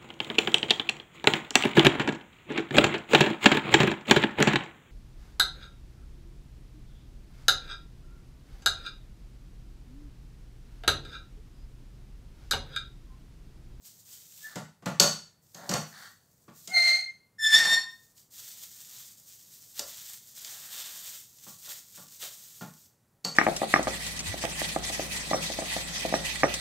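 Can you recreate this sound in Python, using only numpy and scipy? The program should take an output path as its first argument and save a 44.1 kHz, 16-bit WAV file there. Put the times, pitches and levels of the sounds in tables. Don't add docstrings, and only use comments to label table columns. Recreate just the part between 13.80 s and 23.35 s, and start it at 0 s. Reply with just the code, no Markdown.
import sys
import numpy as np
from scipy import signal
from scipy.fft import rfft, irfft
from scipy.io import wavfile

SR = 44100
rng = np.random.default_rng(int(sys.argv[2]) if len(sys.argv) > 2 else 0)


def generate_wav(sig):
    pcm = np.round(np.clip(np.atleast_2d(sig).T, -1, 1) * 32767).astype(np.int16)
    wavfile.write(sys.argv[1], SR, pcm)


N = 421155
TIME = np.arange(N) / SR

# t/s, force/dB, hardness/dB (low where dough cushions), free ringing/dB, share to hob/dB
KNOCKS = [(0.756, -35, -2, -24, -7), (1.022, -50.5, -14, -15, -6), (1.058, -27.5, -7.5, -16, -8.5),
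          (1.198, -20, 9.5, -7.5, -12.5), (1.236, -30.5, -1.5, 7, -19), (1.745, -53.5, 13, -15, -4),
          (1.892, -34.5, 7.5, -12, -1), (1.912, -29.5, -2.5, -25, -15), (1.937, -29, 3.5, -10, -11.5),
          (2.679, -51, -24.5, -9, -3.5), (2.874, -50, 15.5, -20, -9.5), (7.664, -52.5, -28, -9, -6),
          (8.174, -52, -36, -13, -6.5), (8.809, -41, -17, 3, -4.5), (9.443, -47.5, 4.5, -10.5, 1),
          (9.448, -36.5, 6, 2, -17)]
# f/Hz, level/dB, t60/s
WALL_MODES = [(3252, -17, .25), (3560, -14, .2), (4290, -9, .08), (4350, -5, .1), (4403, -3, .16),
              (4436, -3, .34), (4497, 0, .26), (4528, -2, .14)]
UPPER_WALL_MODES = [(5604, -7, .28), (5700, -3, .22), (5793, -1, .16), (5885, -2, .13), (6290, -7, .24),
                    (6575, 0, .28), (6660, -3, .18), (6710, -4, .14), (7900, -9, .28), (10920, -15, .22)]
CLANG_MODES = [(4470, 0, .03)]
UPPER_CLANG_MODES = [(4480, 2, .03), (5800, 0, .022), (6620, 0, .024), (7900, -8, .025)]
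BASE_MODES = [(860, -5, .025), (1130, -2, .025), (1400, -1, .024), (1780, -7, .02)]
SPOON_MODES = [(590, 2, 0.019), (677, 0, 0.021), (734, -5.5, 0.025)]
HOB_MODES = [(105, -14, .12), (152, 0, .18), (179, 0, .18), (208, -4, .12), (270, -9, .08), (345, -7, .1)]
# f/Hz, level/dB
THUD_SPECTRUM = [(50, -33.5), (110, -5.5), (170, -1.5), (260, 4.5), (400, -13.5), (700, -14)]
CLACK_SPECTRUM = [(200, -6.5), (420, -6.5), (600, -2), (900, -6), (1350, -13), (2000, -13), (3200, -16.5),
                  (8000, -24.5)]
CRACK_SPECTRUM = [(1500, -17.5), (3000, -6), (4500, -3.5), (6500, 1), (8000, -2.5), (10000, -18),
                  (12000, -10), (16000, -19.5)]

def knocks(hardening=0.59):
    times, force_db, hardness_db, free_db, hob_db = np.transpose(KNOCKS)
    thud_db = force_db + hob_db
    tock_db = force_db - 6.5 - 0.21 * hardness_db
    crack_db = force_db + hardness_db
    steel_db = crack_db + free_db
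    touch = blows(times, steel_db)
    hard = blows(times, steel_db + hardening * (steel_db - steel_db.max()))
    steel = from_db(16) * ring(touch, WALL_MODES) + from_db(25.5) * ring(touch, CLANG_MODES)
    bright = from_db(20) * ring(hard, UPPER_WALL_MODES) + from_db(23) * ring(hard, UPPER_CLANG_MODES)
    crack = from_db(4) * colour(bursts(times, crack_db, t60=0.035, rise_s=0.0011), CRACK_SPECTRUM)
    chatter = bursts(times, force_db, t60=0.11, rise_s=0.0037)
    clack = from_db(-0.5) * (colour(chatter, CLACK_SPECTRUM) + ring(chatter, SPOON_MODES))
    tock = ring(bursts(times, tock_db, t60=0.16, rise_s=0.00072), BASE_MODES)
    thud = colour(bursts(times, thud_db, t60=0.22, rise_s=0.0088), THUD_SPECTRUM)
    hob = from_db(34) * ring(blows(times, thud_db), HOB_MODES)
    return steel + bright + crack + clack + tock + thud + hob


# t/s, f/Hz, level/dB
HIGH_SQUEAL = [(2.89, 2110, -56.5), (2.906, 2133, -46.5), (2.948, 2110, -18.5), (2.982, 2103, -15),
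               (3.032, 2098, -25), (3.048, 2110, -19.5), (3.096, 2090, -15.5), (3.13, 2105, -23),
               (3.146, 2101, -19.5), (3.21, 2099, -30)]
LOW_SQUEAL = [(3.594, 1773, -37), (3.648, 1757, -15), (3.706, 1775, -23), (3.748, 1751, -9.5),
              (3.762, 1826, -14.5), (3.792, 1827, -20), (3.802, 1845, -19), (3.824, 1745, -29.5),
              (3.832, 1796, -24), (3.946, 1829, -15), (3.975, 1849, -33)]
SQUEAK = [(.62, 1700, -70), (.655, 1770, -40), (.685, 1743, -52.5)]
# octave/dB, higher overtones/dB, rasp/dB
SQUEAL_TIMBRES = [(-4, -23.5, -44), (-6, -14, -37), (-19.5, -25, -60.5)]
# multiple, level/dB
OVERTONES = [(3, 3), (4, -2.5), (5, -8.5), (6, -16), (7, -15.5), (8, -23)]
# f/Hz, level/dB
RASP_SPECTRUM = [(500, -12), (900, -10), (1800, 1), (2700, -3.5), (4300, -2.5), (6000, -1), (8000, -3),
                 (10000, -18.5), (12500, -12.5), (15500, -24)]
FIRM_DB = -18.5

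def squeals(flutter_db=2.0, rasp_peak_share=0.6):
    tone, rasp = np.zeros(N), np.zeros(N)
    wobble = .0045 * drift(70) + .010 * drift(600)
    grip = from_db(flutter_db * drift(45))
    flickers = [(k, from_db(db + 2.5 * drift(60))) for k, db in OVERTONES]
    for curve, (octave_db, upper_db, rasp_db) in zip((HIGH_SQUEAL, LOW_SQUEAL, SQUEAK), SQUEAL_TIMBRES):
        gate, pitch, level_db = gate_and_curves(curve)
        on = gate > 0
        pressure_db = level_db[on] - FIRM_DB
        phase = 2 * np.pi * np.cumsum(pitch[on] * (1 + wobble[on])) / SR
        fundamental = from_db(-4 + 0.8 * pressure_db) * grip[on] * np.sin(phase)
        octave = from_db(octave_db + 1.65 * pressure_db) * np.sin(2 * phase)
        upper = sum(flicker[on] * np.sin(k * phase) for k, flicker in flickers)
        overtones = from_db(upper_db + pressure_db) * upper
        tone[on] += gate[on] * from_db(FIRM_DB + 0.5) * (fundamental + octave + overtones)
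        progress = np.linspace(0, 1, on.sum())
        swell_db = -30.5 * (progress / rasp_peak_share - 1) ** 2
        rasp[on] += gate[on] * from_db(rasp_db + 0.77 * pressure_db + swell_db)
    slips = rasp * grains(per_s=6000, spread_db=1.8) * grip
    return tone + from_db(6) * colour(slips, RASP_SPECTRUM) + from_db(2) * ring(slips, WALL_MODES)


def judder(jitter=0.058, fade_db_per_s=47.5):
    gate, pitch, level_db = gate_and_curves(HIGH_SQUEAL)
    phase = 2 * np.pi * np.cumsum(pitch / 3 * (1 + jitter * drift(150))) / SR
    broken = from_db(3 * drift(80))
    age_s = np.clip(TIME - HIGH_SQUEAL[0][0], 0, 1)
    strength = from_db(-37 + 0.42 * (level_db - FIRM_DB) - fade_db_per_s * age_s)
    note = np.sin(phase) + 0.551 * np.sin(2 * phase) + 0.17 * np.sin(4 * phase)
    return gate * broken * strength * note


# f/Hz, level/dB, t60/s
BOWED_MODES = [(790, -9, 0.086), (1029, -6, 0.17), (4355, 7.5, 0.083), (5700, -4.5, 0.039)]

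def bowed_wall():
    push = from_db(-33.5) * gesture(start_s=3.72, length_s=.23, attack_s=0.21, release_s=.1)
    return ring(push * rng.standard_normal(N), BOWED_MODES)


# t/s, length/s, rub/dB, scrape/dB
STROKES = [(0.634, 0.16, -62.5, -52.5), (1.735, 0.16, -46.5, -53), (2.102, 0.16, -59.5, -48.5),
           (3.709, 0.22, -41.5, -41.5), (6.62, 0.546, -65.5, -61.5)]
# f/Hz, level/dB
RUB_SPECTRUM = [(100, -7.5), (180, 6.5), (400, -2.5), (750, 9), (1100, -1), (2000, -15)]
SCRAPE_SPECTRUM = [(700, -25.5), (1300, -2), (1750, 3), (2500, -19), (3600, -7.5), (6000, -11.5),
                   (10000, -19.5)]

def strokes():
    rub, scrape = np.zeros(N), np.zeros(N)
    for start, length, rub_db, scrape_db in STROKES:
        push = gesture(start, length, attack_s=0.041, release_s=0.051)
        rub += push * from_db(rub_db)
        scrape += push * from_db(scrape_db)
    drags = rub * grains(per_s=2000, spread_db=2)
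    slips = scrape * grains(per_s=3000, spread_db=2)
    scraping = from_db(-2) * colour(slips, SCRAPE_SPECTRUM) + from_db(-13) * ring(slips, WALL_MODES)
    return from_db(-3.5) * colour(drags, RUB_SPECTRUM) + scraping


# t/s, length/s, level/dB
BAG_MOVES = [(0, 0.35, -58.5), (0.022, 0.025, -51), (0.244, 0.094, -50.5), (0.353, 0.27, -53.5),
             (0.552, 0.086, -49), (0.655, 0.071, -59), (1.61, 0.11, -64.5), (1.73, 0.57, -58),
             (2.373, 0.63, -69.5), (2.717, 0.2, -57), (4.072, 0.21, -63.5), (4.342, 0.023, -52),
             (4.499, 0.34, -48.5), (4.857, 0.32, -50), (5.1, 0.2, -49.5), (5.55, 0.406, -54.5),
             (5.341, 0.11, -57.5), (5.443, 0.09, -51), (5.939, 0.049, -41), (6.045, 0.29, -46),
             (6.388, 0.16, -53.5), (6.535, 0.823, -45.5), (6.625, 0.025, -45), (6.886, 0.19, -43),
             (7.356, 1, -56.5), (7.575, .12, -50.5), (7.815, 0.12, -43.5), (8.108, 0.055, -47),
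             (8.291, 0.055, -49.5), (8.383, .055, -38), (8.494, 0.35, -51), (8.87, 0.16, -58.5)]
# t/s, level/dB
SNAPS = [(.052, -59), (4.378, -60.5), (4.714, -52), (5.501, -64.5), (5.993, -30.5), (6.646, -41),
         (7.585, -59), (7.684, -54), (8.283, -56.5), (9.059, -62.5)]
# f/Hz, level/dB
FILM_SPECTRUM = [(1800, -27), (2800, -16.5), (4300, -3.5), (7000, 3), (8600, 1), (10000, -7.5),
                 (11200, -3.5), (13000, 1.5), (15500, 0)]
FOLD_SPECTRUM = [(200, -20), (600, -7.5), (900, -7.5), (1600, -2), (2400, -3), (3600, 6), (5000, -1.5),
                 (8000, -27)]

def bag(flicker_db=2.0, brisk_db=-45, fold_growth=1.74):
    moves = (from_db(db) * gesture(start, length, attack_s=0.044, release_s=0.14)
             for start, length, db in BAG_MOVES)
    motion = np.sqrt(sum(move ** 2 for move in moves))
    folds = from_db(-54.5) * (motion / from_db(brisk_db)) ** fold_growth
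    clumps = from_db(flicker_db * drift(25))
    hiss = colour(motion * clumps * grains(per_s=14000, spread_db=2.2), FILM_SPECTRUM)
    crumple = from_db(1) * colour(folds * clumps * grains(per_s=7000, spread_db=1.8), FOLD_SPECTRUM)
    crackle = from_db(-13) * colour(motion * grains(per_s=160, spread_db=1.6), CRACK_SPECTRUM)
    snap = bursts(*np.transpose(SNAPS), t60=0.031)
    snaps = from_db(8.5) * colour(snap, CRACK_SPECTRUM) + from_db(-13) * colour(snap, FILM_SPECTRUM)
    return hiss + crumple + crackle + snaps


# t/s, level/dB
SLAPS = [(5.991, -41.5), (7.873, -52), (8.424, -49)]

def dough_slaps():
    slap = bursts(*np.transpose(SLAPS), t60=0.26)
    body = from_db(-2.5) * ring(slap, SPOON_MODES) + from_db(-5) * ring(slap, BASE_MODES)
    return from_db(-21) * colour(slap, CLACK_SPECTRUM) + body


# f/Hz, t60/s
ROOM_T60 = [(100, 0.44), (400, 0.26), (1500, 0.4), (4500, 0.38), (9000, 0.36), (16000, 0.31)]

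def kitchen(x, wet_db, first_echo_s=0.0068):
    t, tail = TIME[:int(.7 * SR)], 0
    edges = np.geomspace(60, 18000, 10)
    hz = np.arange(len(t) // 2 + 1) * SR / len(t)
    echoes = rfft(rng.standard_normal(len(t)))
    for low, high in zip(edges, edges[1:]):
        band = irfft(echoes * ((hz >= low) & (hz < high)), len(t))
        tail = tail + band * from_db(-60 * t / at_hz(ROOM_T60, np.sqrt(low * high)))
    tail = tail * np.clip(t / first_echo_s - 1, 0, 1)
    wet = from_db(wet_db)
    return (x + wet * signal.oaconvolve(x, tail / np.linalg.norm(tail))[:N]) / np.hypot(1, wet)


# f/Hz, level/dB
ROOM_TONE_SPECTRUM = [(25, -14.5), (50, -13), (105, 1.5), (170, -0.5), (280, -10), (500, -12.5), (900, -17),
                      (1500, -21), (3000, -28.5), (8000, -25), (15500, -26.5)]

def room_tone():
    return from_db(-69) * colour(rng.standard_normal(N), ROOM_TONE_SPECTRUM)


def from_db(db):
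    return np.exp(np.asarray(db) * (np.log(10) / 20))


def unit_power(x):
    return x / np.sqrt(np.mean(x ** 2) + 1e-20)


def at_hz(points, hz):
    f, value = np.transpose(points)
    return np.interp(np.log(hz + 1e-9), np.log(f), value)


def gate_and_curves(rows):
    times, *columns = np.transpose(rows)
    gate = np.clip(np.minimum(TIME - times[0], times[-1] - TIME) / .012 + 1, 0, 1)
    return [gate] + [np.interp(TIME, times, column) for column in columns]


def gesture(start_s, length_s, attack_s, release_s):
    attack = np.clip((TIME - start_s) / attack_s, 0, 1)
    return attack * np.clip(1 - (TIME - start_s - length_s) / release_s, 0, 1) ** 2


def drift(rate_hz):
    points = rng.standard_normal(N // 8)
    return unit_power(np.interp(TIME * rate_hz * 2, np.arange(len(points)), points))


def grains(per_s, spread_db):
    sizes = from_db(spread_db * np.minimum(rng.exponential(1, N), 4))
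    return unit_power(sizes * rng.standard_normal(N) * (rng.random(N) < per_s / SR))


def blows(times, levels_db):
    force = np.zeros(N)
    force[np.round(np.asarray(times) * SR).astype(int)] = from_db(levels_db)
    return force


def bursts(times, levels_db, t60, rise_s=0.00041):
    swell = np.exp(-1 / (rise_s * SR))
    level = signal.lfilter([1], [1, -from_db(-60 / (t60 * SR))], blows(times, levels_db) + 1e-18)
    return signal.lfilter([1 - swell], [1, -swell], level) * rng.standard_normal(N)


def ring(force, modes):
    t = TIME[:SR // 2]
    pulse = sum((-1) ** k * from_db(db - 60 * t / t60) * np.sin(2 * np.pi * hz * t)
                for k, (hz, db, t60) in enumerate(modes))
    return signal.oaconvolve(force, pulse / np.linalg.norm(pulse))[:N]


def colour(x, spectrum, size=4096):
    hz = np.maximum(np.arange(size // 2 + 1) * SR / size, 5)
    octaves_outside = np.abs(np.log2(hz / np.clip(hz, spectrum[0][0], spectrum[-1][0])))
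    cepstrum = irfft(np.log(from_db(at_hz(spectrum, hz) - 23.5 * octaves_outside)))
    pulse = irfft(np.exp(rfft(2 * cepstrum[:size // 2], size)))
    return signal.oaconvolve(x, pulse / np.linalg.norm(pulse))[:len(x)]


def scene(rumble_cut_hz=68):
    air = room_tone()
    spoon = knocks() + strokes()
    squealing = squeals() + judder() + bowed_wall()
    filling = bag() + dough_slaps()
    sound = kitchen(spoon, wet_db=-3) + kitchen(squealing, wet_db=-6.5) + kitchen(filling, wet_db=-7)
    mid = air + signal.sosfilt(signal.butter(3, rumble_cut_hz, "high", fs=SR, output="sos"), sound)
    treble = signal.sosfilt(signal.butter(4, 1300, "high", fs=SR, output="sos"), spoon + squealing)
    side = from_db(-47) * kitchen(treble, wet_db=7)
    return np.array([mid + side, mid - side])


# f/Hz, width/Hz, level/dB
LEFT_MIC = [(1881, 72, 6.5), (10640, 660, -3.5)]
CUTOFF_HZ = 15650

def record(dry):
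    left, right = dry
    for hz, width_hz, db in LEFT_MIC:
        left = left + (from_db(db) - 1) * signal.lfilter(*signal.iirpeak(hz, hz / width_hz, fs=SR), left)
    rounded = 2 * np.tanh(np.array([left, right]) / 2)
    return signal.sosfilt(signal.ellip(12, .1, 80, CUTOFF_HZ, fs=SR, output="sos"), rounded)


dry = scene()
out = record(dry)
generate_wav(out)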